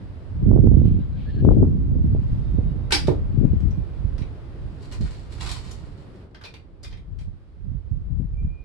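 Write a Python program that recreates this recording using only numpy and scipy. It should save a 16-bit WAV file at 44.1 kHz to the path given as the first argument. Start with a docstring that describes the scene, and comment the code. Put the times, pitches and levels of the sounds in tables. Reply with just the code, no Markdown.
"""Gusts buffet each microphone port in turn, over background hiss and rumble that drop abruptly at 6.3 s.
Sleeves brush a rising bow on a tiled, half-roofed patio; faint birds squawk and whistle beyond it.
The archer looses: the string slaps the limbs, the bow rings, the arrow thuds into a target close by.
The next arrow rubs out of its stand in tiny slips and clicks onto the bow, ringing shaft and grip."""
import sys
import numpy as np
from scipy import signal
from scipy.fft import rfft, irfft
from scipy.io import wavfile
from scipy.ndimage import uniform_filter1d

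SR = 44100
rng = np.random.default_rng(int(sys.argv[2]) if len(sys.argv) > 2 else 0)


def file_out(sig):
    """Save sig as 16-bit WAV at sys.argv[1]."""
    # one column per channel
    cols = np.atleast_2d(sig).T
    # limit, then scale
    lim = np.clip(cols, -1, 1)
    pcm = np.round(lim * 32767).astype(np.int16)
    wavfile.write(sys.argv[1], SR, pcm)


N = 381024
TIME = np.arange(N) / SR


def from_db(db):
    """Decibels to gain."""
    return 10 ** (np.asarray(db) / 20)


def unit_rms(x):
    """Scale to unit rms."""
    return x / np.sqrt(np.mean(x ** 2) + 1e-20)


def decay(age_s, t60_s):
    """Exponential fall, 60 dB in t60_s."""
    return np.exp(-np.log(1000) * age_s / t60_s)


def in_time(rows):
    """Each column of a time curve at every sample."""
    times_s, *columns = np.transpose(rows)
    return [np.interp(TIME, times_s, column) for column in columns]


def swell_db(peak_s, hold_s, rise_db_per_s, fall_db_per_s):
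    """Envelope: climbs to 0 dB at peak_s, holds, falls."""
    before_s, after_s = np.maximum(peak_s - TIME, 0), np.maximum(TIME - peak_s - hold_s, 0)
    return -rise_db_per_s * before_s - fall_db_per_s * after_s


def drift(rate_hz):
    """Random wander of unit rms."""
    knots = rng.standard_normal(4000)
    return unit_rms(np.interp(TIME * rate_hz, np.arange(len(knots)), knots))


def spectrum_db(points, hz):
    """Read a spectrum on a log axis; 20 dB/octave roll-off past its ends."""
    point_hz, db = np.transpose(points)
    octave, knots = np.log2(np.maximum(hz, 1)), np.log2(point_hz)
    outside = np.abs(octave - np.clip(octave, knots[0], knots[-1]))
    return np.interp(octave, knots, db) - 20 * outside


def colour(x, points, size=8192):
    """Minimum-phase filter with the given spectrum; white noise keeps its level."""
    gain = from_db(spectrum_db(points, np.fft.rfftfreq(size, 1 / SR)))
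    cepstrum = irfft(np.log(gain))
    cepstrum[1:size // 2] *= 2
    cepstrum[size // 2 + 1:] = 0
    response = irfft(np.exp(rfft(cepstrum)))
    response /= np.sqrt(np.sum(response ** 2))
    return signal.oaconvolve(np.atleast_2d(x), response[None], axes=1)[:, :N]


def butter(x, hz, kind, order=2):
    """Butterworth filter."""
    return signal.sosfilt(signal.butter(order, hz, kind, fs=SR, output="sos"), x + 1e-18)


def resonate(x, modes):
    """Parallel two-pole resonances."""
    out = 0
    for hz, width_hz, db in modes:
        r = np.exp(-np.pi * width_hz / SR)
        feedforward = np.array([1, 0, -1]) * (1 - r * r) / 2
        feedback = [1, -2 * r * np.cos(2 * np.pi * hz / SR), r * r]
        out = out + from_db(db) * signal.lfilter(feedforward, feedback, x + 1e-18)
    return out


# background hiss and rumble: (time [s], level [dB], treble lift [dB])
BACKGROUND_LEVELS = [(0, -40, 4), (1.9, -42, 2.5), (2.3, -40.5, 7.5), (2.8, -37.5, 1), (4.5, -39, 4.5),
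                     (6.23, -41, 5.5), (6.3, -46, -3.5), (7.4, -51.5, 7), (8.64, -49, 3)]
# (frequency [Hz], density [dB])
BACKGROUND_SPECTRUM = [(30, 3.5), (100, 10), (200, -2.5), (340, -4), (500, -10.5), (750, -18), (1300, -24),
                       (2400, -33), (4900, -41), (6300, -52), (9000, -52), (12000, -61)]

def background(treble_hz=3000, shared_below_hz=650):
    """Hiss and rumble, abruptly turned down at 6.3 s as by automatic gain control."""
    level_db, lift_db = in_time(BACKGROUND_LEVELS)
    mid, side = colour(rng.standard_normal((2, N)), BACKGROUND_SPECTRUM)
    noise = mid + butter(side, shared_below_hz, "high", order=1) * np.array([[1], [-1]])
    treble = butter(noise, treble_hz, "high", order=1)
    return from_db(level_db) * (noise + (from_db(lift_db) - 1) * treble)


def port_gains(pan_db):
    """Left and right gains of unit total power; pan is left minus right."""
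    sides = from_db(np.array([pan_db, -pan_db]) / 2)
    return sides / np.sqrt(np.sum(sides ** 2, axis=0))


# breeze between gusts: (time [s], level [dB], pan [dB])
BREEZE_LEVELS = [(0, -32, -6), (.24, -36, -12), (.44, -17.5, 8), (1.21, -24.5, 1), (1.72, -16, -3),
                 (2.9, -24, -5.5), (4.42, -35.5, -7), (5.83, -33, -14), (6.25, -51.5, -5), (6.78, -44, -9),
                 (7.41, -44.5, -2), (8.64, -34.5, -12)]
# gusts: (peak time [s], hold [s], level [dB], pan [dB])
GUST_PEAKS = [(0.495, 0.28, -9, -15), (0.805, 0.17, -14, -5), (1.469, 0.052, -8, 8),
              (1.588, 0.046, -10, 2.5), (1.953, 0.23, -16.5, -2.5), (2.316, 0.016, -21.5, 10),
              (2.53, 0.15, -18, -6.5), (3.048, 0.27, -22.5, 1), (3.39, 0.053, -13, 14),
              (3.506, 0.057, -15.5, 8.5), (3.646, 0.026, -14, 14.5), (3.753, 0.07, -21, -9),
              (4.003, 0.24, -23, -9.5), (4.645, 0.016, -26, -5.5), (5.017, 0.025, -18.5, -3),
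              (5.41, 0.13, -30, -16), (6.88, 0.096, -32.5, -2.5), (7.108, 0.12, -28.5, 14),
              (7.279, 0.011, -26.5, -8), (7.661, 0.11, -24.5, -14), (7.921, 0.058, -22.5, -13.5),
              (8.1, 0.13, -20, 25.5), (8.307, 0.064, -25, -5.5), (8.439, 0.021, -17, -4)]

def airflow_db(rise_db_per_s=173.5, fall_db_per_s=197.5, uneven_db=1.0):
    """Wind level per port: gusts ride on the breeze, and each port feels them unevenly."""
    breeze_db, breeze_pan_db = in_time(BREEZE_LEVELS)
    power = (from_db(breeze_db) * port_gains(breeze_pan_db)) ** 2
    for peak_s, hold_s, db, pan_db in GUST_PEAKS:
        shape_db = np.maximum(swell_db(peak_s, hold_s, rise_db_per_s, fall_db_per_s), -100)
        power += (port_gains(pan_db)[:, None] * from_db(db + shape_db)) ** 2
    return [10 * np.log10(port) + uneven_db * np.tanh(drift(14)) for port in power]


# how bright or dull the wind rumble sounds: (time [s], frequency scale [ratio])
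WIND_BRIGHTNESS = [(0, 0.86), (.7, 0.89), (1.5, 1.294), (2.2, 0.79), (3.5, 0.93), (4.3, 0.61), (5, 0.68),
                   (6.5, 0.83), (8.2, 0.76), (8.64, 0.49)]
# rumble at unit speed: (frequency [Hz], density [dB])
RUMBLE_SPECTRUM = [(10, 8), (70, 4), (113, 1.5), (196, -7), (286, -13.5), (404, -28.5), (570, -44),
                   (810, -54.5), (1160, -57.5)]

def wind(unit_speed_db=-18, db_per_doubling=19, calm_speed=.68, flutter_db=1.5, swirls_per_s=240):
    """Each port has its own swirls; a stronger gust is louder and sheds smaller, faster ones."""
    edges_hz = 18 * 2 ** np.arange(0, 6.6, .5)
    brightness, = in_time(WIND_BRIGHTNESS)
    hop, out = 64, []
    for level_db in airflow_db():
        speed = np.maximum(2 ** ((level_db - unit_speed_db) / db_per_doubling), calm_speed)
        speed *= brightness * from_db(flutter_db * np.tanh(drift(60)))
        swirls = unit_rms((rng.random(N) < swirls_per_s / SR) * rng.standard_normal(N))
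        turbulence = swirls + .35 * rng.standard_normal((2, N))
        rumble = 0
        for k, (low_hz, high_hz) in enumerate(zip(edges_hz, edges_hz[1:])):
            density_db = spectrum_db(RUMBLE_SPECTRUM, np.sqrt(low_hz * high_hz) / speed[::hop])
            gain = from_db(density_db) * np.sqrt(high_hz - low_hz)
            band = unit_rms(butter(turbulence[k % 2], [low_hz, high_hz], "band"))
            rumble += (-1) ** k * np.interp(TIME, TIME[::hop], gain) * band   # signs smooth the joins
        rumble = butter(rumble, 44, "high", order=3)
        rumble = butter(rumble, 720, "low", order=4)
        power = uniform_filter1d(uniform_filter1d(rumble ** 2, size=2400), size=1200)
        out.append(from_db(level_db + .5) * rumble / np.sqrt(power))   # airflow alone sets loudness
    return np.array(out)


# sharp eddies: (time [s], peak [dB], pan [dB], width [s])
SHARP_EDDIES = [(0.471, -8.5, -10, 0.0018), (0.512, -5.5, -30, 0.0011), (0.56, -3.5, -27, 0.0012),
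                (0.669, 0.5, -14, 0.0017), (0.713, -7, -37, 0.0014), (0.741, -13, -14.5, 0.0031),
                (.813, -8, -23.5, 0.0016), (0.852, -4.5, -20, 0.002), (1.423, -14, -7, 0.0015),
                (1.448, -5, 13, 0.001), (1.487, 0, 24, 0.00085), (1.509, -13, 15, 0.00087),
                (1.572, -10.5, 10, .0013), (1.627, -9, -32.5, 0.00086), (1.952, -17, -3.5, 0.0016),
                (2.147, -11, -17, 0.0012), (2.324, -12.5, 1, 0.003), (2.584, -10, -19, 0.0014),
                (3.41, -8, 25, 0.0018), (3.449, -3.5, 21, 0.002), (3.53, -7.5, -24, 0.002),
                (4.046, -12, -17, 0.0036), (4.211, -18, -17, 0.0027), (5.004, -15.5, -20, 0.0024),
                (5.015, -19, -7, 0.0017), (7.712, -17, -17, .003), (7.913, -19, -13, 0.0032),
                (8.196, -14.5, 18, 0.0023), (8.445, -12, -7, 0.0033)]

def eddies(wake_count=6, gap_s=0.008, wake_db=-14, loss_db=2, spread_db=3.0):
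    """An eddy crosses a port as one push and pull of pressure, trailed by a wake of smaller ones."""
    out = np.zeros((2, N))
    for at_s, db, pan_db, lead_width_s in SHARP_EDDIES:
        delays_s = np.cumsum(gap_s * rng.uniform(.3, 1.7, wake_count))
        signs = rng.choice([-1, 1], wake_count)
        sizes_db = wake_db - loss_db * np.arange(wake_count) + spread_db * rng.standard_normal(wake_count)
        widths_s = lead_width_s * rng.uniform(.6, 1.1, wake_count)
        wake = zip(delays_s, signs * from_db(sizes_db), widths_s)
        for delay_s, size, width_s in [(0, 1, lead_width_s), *wake]:
            start = int((at_s + delay_s - .04) * SR)
            span = slice(start, start + SR // 12)
            position = (TIME[span] - at_s - delay_s) / width_s - 2
            pulse = np.pi * position / (1 + position ** 2) ** 2
            out[:, span] += port_gains(pan_db)[:, None] * size * from_db(db) * pulse
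    return out


def buffeting(ceiling=.97):
    """The strongest gusts overload the ports softly and stay dull."""
    pressure = wind() + eddies()
    clipped = pressure / (1 + (pressure / ceiling) ** 6) ** (1 / 6)
    return butter(clipped, 1650, "low", order=6)


# sleeve brushing: (time [s], level [dB])
CLOTH_LEVELS = [(.7, -89.5), (.83, -62), (.95, -70), (1.15, -66), (1.33, -65.5), (1.55, -74)]
# (frequency [Hz], density [dB])
CLOTH_SPECTRUM = [(1200, -13), (2600, 0.5), (3700, -1), (4500, -8), (6000, -22.5)]

def cloth(uneven_db=8.0):
    """Sleeves and fingers brush the bow as it is raised."""
    active = (TIME >= CLOTH_LEVELS[0][0]) & (TIME <= CLOTH_LEVELS[-1][0])
    gate = uniform_filter1d(1. * active, size=600)
    level_db = in_time(CLOTH_LEVELS)[0] + uneven_db * np.tanh(drift(40))
    return gate * from_db(level_db) * colour(rng.standard_normal(N), CLOTH_SPECTRUM)


def song(notes, tones, scoop, flutter_db, scoop_s=.04):
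    """Each note scoops up to pitch under an arch of loudness; every tone wavers on its own."""
    out = np.zeros(N)
    for multiple, tone_db, scoop_share, roughness in tones:
        waver = 1 + roughness * drift(400)
        flutter = from_db(flutter_db * drift(30))
        for at_s, length_s, hz, db in notes:
            on = (TIME >= at_s) & (TIME < at_s + length_s)
            age_s = TIME[on] - at_s
            glide = 1 - scoop_share * scoop * np.exp(-age_s / scoop_s)
            phase = 2 * np.pi * np.cumsum(multiple * hz * glide * waver[on]) / SR
            arch = np.sin(np.pi * age_s / length_s)
            out[on] += from_db(db + tone_db) * flutter[on] * arch * np.sin(phase)
    return out


# hoarse call: (time [s], length [s], pitch [Hz], level [dB], overtone lift [dB])
SQUAWK_NOTES = [(0.98, 0.077, 1630, -74.5, 10), (1.12, .075, 1630, -72, 10),
                (1.247, 0.077, 1786, -57.5, -2), (1.314, 0.068, 1755, -66, 9),
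                (1.365, 0.062, 1764, -59.5, 0)]
# its tones: (pitch multiple [ratio], level [dB], scoop share [ratio], roughness [ratio])
SQUAWK_PARTIALS = [(0.999, 6, 0.94, 0.026), (1.83, -15, 0.51, 0.015), (2.34, -10, .1, .015),
                   (2.46, -8, 0.11, 0.016)]
# thin whistles farther off: (time [s], length [s], pitch [Hz], level [dB])
WHISTLE_NOTES = [(2.39, 0.15, 3690, -70), (2.51, 0.12, 3730, -71), (2.63, 0.11, 3790, -68),
                 (2.64, 0.13, 2920, -68.5), (2.75, 0.18, 3760, -71), (3.25, 0.33, 2460, -71),
                 (3.65, 0.44, 2420, -70.5), (8.32, 0.23, 2396, -66), (8.36, 0.084, 2400, -60),
                 (8.47, 0.22, 2435, -57.5)]

def birds():
    """One hoarse call of several syllables, then runs of clear whistles."""
    notes = [row[:4] for row in SQUAWK_NOTES]
    lifted = [(at_s, length_s, hz, db + lift_db) for at_s, length_s, hz, db, lift_db in SQUAWK_NOTES]
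    fundamental = song(notes, SQUAWK_PARTIALS[:1], scoop=.11, flutter_db=2.5)
    overtones = song(lifted, SQUAWK_PARTIALS[1:], scoop=.11, flutter_db=2.5)
    whistles = song(WHISTLE_NOTES, [(1, 0, 1, .003)], scoop=.025, flutter_db=1.8)
    return fundamental + overtones + whistles


def grit(shared=0.44):
    """Noise at the two ports, largely scrambled by nearby walls."""
    white = rng.standard_normal((3, N))
    return np.sqrt(shared) * white[0] + np.sqrt(1 - shared) * white[1:]


def blows(rows, rise_s=0.0011):
    """Gritty contact force: each blow builds over its rise time and dies away."""
    power = np.zeros(N)
    for (at_s, db, t60_s), ramp_s in zip(rows, np.broadcast_to(rise_s, len(rows))):
        start = int(at_s * SR)
        age_s = TIME[:min(SR // 2, N - start)]
        envelope = from_db(db) * np.minimum(age_s / ramp_s, 1) * decay(age_s, t60_s)
        power[start:start + len(age_s)] += envelope ** 2
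    return np.sqrt(power) * grit()


def contacts(rows, width_hz=220, t60_s=0.041):
    """Each touch rings briefly at a pitch set by where it lands."""
    out, age_s = np.zeros((2, N)), TIME[:SR // 5]
    for at_s, hz, db in rows:
        ring = unit_rms(resonate(rng.standard_normal((2, len(age_s))), [(hz, width_hz, 0)]))
        start = int(at_s * SR)
        out[:, start:start + len(age_s)] += from_db(db) * ring * decay(age_s, t60_s)
    return out


# string release, then limb slaps: (time [s], level [dB], t60 [s], contact pitch [Hz], contact ring [dB])
STRING_SLAPS = [(2.907, -31.5, 0.14, 1400, -24.5), (2.919, -25, 0.046, 2600, -23),
                (2.9219, -5, 0.0261, 2980, -16), (2.926, -10, 0.018, 4250, -20),
                (2.935, -21.5, 0.027, 5300, -19), (2.947, -24, 0.07, 4900, -16)]
# (frequency [Hz], density [dB])
SNAP_SPECTRUM = [(120, -8.5), (300, 5), (470, 3.5), (610, -8), (800, 1.5), (1200, -6), (1550, -2.5),
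                 (2500, -0.5), (4300, -4), (5600, -4.5), (6500, -15), (8200, -8), (10500, -16.5),
                 (12000, -25.5)]
# bow and arrow resonances: (frequency [Hz], width [Hz], gain [dB])
BOW_MODES = [(804, 82, -6.5), (1560, 32, 9.5), (2272, 43, -1), (2400, 130, -7.5), (2980, 81, -4),
             (3483, 48, -23), (4360, 40, -2), (4400, 68, 8.5), (5000, 46, 0.5), (4670, 60, -4),
             (5710, 110, -9.5), (8400, 91, -5.5), (9930, 94, -22), (10230, 87, -14.5)]

def bow_snap(ring_db=-7.0):
    """String and arrow slap the bow in a quick cluster, rising in pitch, and set it ringing."""
    crack = colour(blows([row[:3] for row in STRING_SLAPS]), SNAP_SPECTRUM)
    slaps = contacts([(at_s, hz, db) for at_s, _, _, hz, db in STRING_SLAPS])
    return crack + slaps + from_db(ring_db) * resonate(crack, BOW_MODES)


# blows on the target's face and butt: (time [s], level [dB], t60 [s])
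FACE_BLOWS = [(3.071, -26.5, 0.034), (3.096, -58.5, 0.14)]
BUTT_BLOWS = [(3.0812, 1, 0.016), (3.098, -24.5, 0.12)]
# arrow contact (also for shaft knocks) and butt thud: (frequency [Hz], density [dB])
KNOCK_SPECTRUM = [(400, 11), (1000, 5), (1700, 4.5), (2500, 2.5), (4000, 3), (5300, 1), (6500, -6.5),
                  (9000, -7), (12000, -21)]
THUD_SPECTRUM = [(90, 1), (220, -3.5), (400, 0.5), (600, -12.5), (900, -15.5), (1400, -28), (2400, -41),
                 (5000, -56)]

def target_hit():
    """The arrow tears the face with a tick; the butt gives with a dull thud."""
    tick = colour(blows(FACE_BLOWS, rise_s=0.002), KNOCK_SPECTRUM)
    thud = colour(blows(BUTT_BLOWS), THUD_SPECTRUM)
    return tick + thud


# shaft on stand and bow: (time [s], level [dB], treble offset [dB], rise [s], shaft offset [dB],
# grip offset [dB], contact pitch [Hz], contact ring [dB])
SHAFT_KNOCKS = [(3.602, -51, 2.5, .0027, 4, 3, 3100, -62), (3.707, -56, -2, .0016, -6, 15, 5640, -52),
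                (4.181, -43, -1, 0.00047, 1, -8, 5000, -54), (4.219, -47.5, -14, 0.00076, 9, 5, 2380, -46),
                (4.922, -41.5, 7, .0014, 4, 4, 3300, -57), (5.009, -46, 5, .001, -4, -1, 4170, -47),
                (5.06, -55, -2, 0.0022, 0, 0, 1530, -40), (5.146, -51, -4, .001, 2, 7, 4400, -48),
                (5.322, -45, 6, .002, -7, -5, 3800, -50), (5.384, -54, 0, .002, 0, 0, 1280, -41),
                (5.429, -37, 11.5, 0.006, -2, 1, 1280, -36.5), (5.49, -34, 9.5, 0.0028, -3, 9, 3630, -32),
                (5.513, -32, 14.5, 0.0077, 0, 8, 4200, -33), (5.711, -38.5, 11, .0048, -7, -6, 6900, -43.5),
                (6.346, -40.5, -23, 0.0032, 0.5, -6.5, 1600, -43),
                (6.412, -40, -14, 0.0096, 7, 5, 1380, -40.5),
                (6.437, -30.5, -18, 0.0072, -10, 11, 4370, -36.5),
                (6.449, -32.5, -7, 0.0058, -4, 18.5, 2550, -44),
                (6.539, -41.5, -23, 0.0012, 6, 17.5, 2570, -44.5),
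                (6.83, -42, 10.5, 0.0046, 6, -8, 4700, -47), (6.836, -48, 5, .002, 0, 2, 4990, -37),
                (6.845, -37.5, 1, .004, 8, 11, 3500, -43.5), (6.909, -47, -12, 0.0035, -2, 7, 4700, -51),
                (6.926, -42.5, -25, 0.0016, 5, 7, 2450, -50), (6.972, -61, -21, 0.0016, 23, 10, 2120, -52),
                (7.186, -36.5, 2, 0.017, 4, 5, 2990, -62), (7.207, -43, 3, 0.0094, 3, 3, 3010, -63)]
# shaft and bow grip resonances: (frequency [Hz], width [Hz], gain [dB])
SHAFT_MODES = [(2100, 55, 14), (2510, 100, 1.5), (3220, 90, 8.5), (3590, 53, 8), (5120, 140, -9)]
GRIP_MODES = [(2440, 42, 12), (2900, 100, -24), (3610, 160, 0.5), (4200, 200, -10)]

def shaft_knocks(t60_s=0.03, treble_hz=5850, scrape_db=4.5):
    """Light knocks ring shaft and grip; each has its own brightness, from dull tap to bright scrape."""
    times_s, db, treble_db, rise_s, shaft_db, grip_db, touch_hz, touch_db = np.transpose(SHAFT_KNOCKS)

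    def force(offset_db):
        return blows([(at_s, level_db, t60_s) for at_s, level_db in zip(times_s, db + offset_db)], rise_s)

    body = butter(colour(force(0), KNOCK_SPECTRUM), treble_hz, "low", order=6)
    edge = butter(colour(force(treble_db), KNOCK_SPECTRUM), treble_hz, "high", order=4)
    rings = resonate(force(shaft_db), SHAFT_MODES) + resonate(force(grip_db), GRIP_MODES)
    touches = contacts(zip(times_s, touch_hz, touch_db))
    return from_db(scrape_db) * (body + edge) + rings + touches


# strokes drawing the arrow out: (peak time [s], level [dB], 20 dB rise [s], 20 dB fall [s])
SLIDE_STROKES = [(4.85, -58.5, 0.21, 0.28), (4.929, -42.5, 0.036, 0.047), (5.019, -46, 0.019, 0.24),
                 (5.18, -59.5, 0.092, 1), (5.35, -50.5, 0.05, 0.24), (5.456, -37.5, 0.14, 0.2),
                 (5.515, -41, 0.05, 0.26), (5.72, -48.5, 0.091, 0.19), (5.93, -56, 0.037, 0.026),
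                 (5.98, -54.5, 0.015, 0.072)]
# (frequency [Hz], density [dB])
SLIDE_SPECTRUM = [(350, -27), (600, -29), (639, -7.5), (781, -5), (1280, -4.5), (1730, -14), (1860, -6.5),
                  (3320, -13.5), (4370, -5), (6380, -17.5), (7420, -11.5), (11500, -28), (12100, -33),
                  (15700, -59), (22000, -120)]
# stand resonances: (frequency [Hz], width [Hz], gain [dB])
STAND_MODES = [(1160, 78, -6), (1800, 110, 4), (3080, 96, 13), (3710, 130, 10), (4360, 170, 2.5),
               (5600, 57, 5), (7350, 190, -3)]

def arrow_slide(slips_per_s=650, uneven_db=4.0, wander=0.055):
    """Shaft and feathers slip past other arrows; the stand's resonances wander as the contact moves."""
    slips = (rng.random(N) < slips_per_s / SR) * grit()
    rub = colour(slips * from_db(uneven_db * drift(70)), SLIDE_SPECTRUM)
    warped_s = np.cumsum(1 + wander * drift(14)) / SR
    stand = np.array([np.interp(warped_s, TIME, port) for port in resonate(rub, STAND_MODES)])
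    strokes_db = [db + swell_db(peak_s, 0, 20 / rise_s, 20 / fall_s)
                  for peak_s, db, rise_s, fall_s in SLIDE_STROKES]
    return from_db(np.max(strokes_db, axis=0)) * unit_rms(rub + .5 * stand)


def patio(x, direct_db=-4.0, wet_db=-2.0, t60_s=0.25, treble_t60_s=0.16, treble_hz=6500, build_s=0.0021):
    """Direct sound, then dense reflections from walls, tiles and roof, different at each port."""
    age_s = TIME[:SR // 2]
    scatter = rng.standard_normal((2, len(age_s)))
    tail = butter(scatter, treble_hz, "low", order=1) * decay(age_s, t60_s)
    tail += butter(scatter, treble_hz, "high", order=1) * decay(age_s, treble_t60_s)
    tail *= 1 - np.exp(-age_s / build_s)
    tail /= np.sqrt(np.sum(tail ** 2, axis=1, keepdims=True))
    return from_db(direct_db) * x + from_db(wet_db) * signal.fftconvolve(x, tail, axes=1)[:, :N]


def scene():
    """Archer on the patio, birds beyond it, background noise, wind on the microphone itself."""
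    archer = bow_snap() + target_hit() + shaft_knocks() + arrow_slide() + cloth()
    return patio(archer) + birds() + background() + buffeting()


def record(dry):
    """Steep low-pass at 12 kHz."""
    return signal.sosfilt(signal.ellip(10, .1, 80, 12000, fs=SR, output="sos"), dry)


dry = scene()
out = record(dry)
file_out(out)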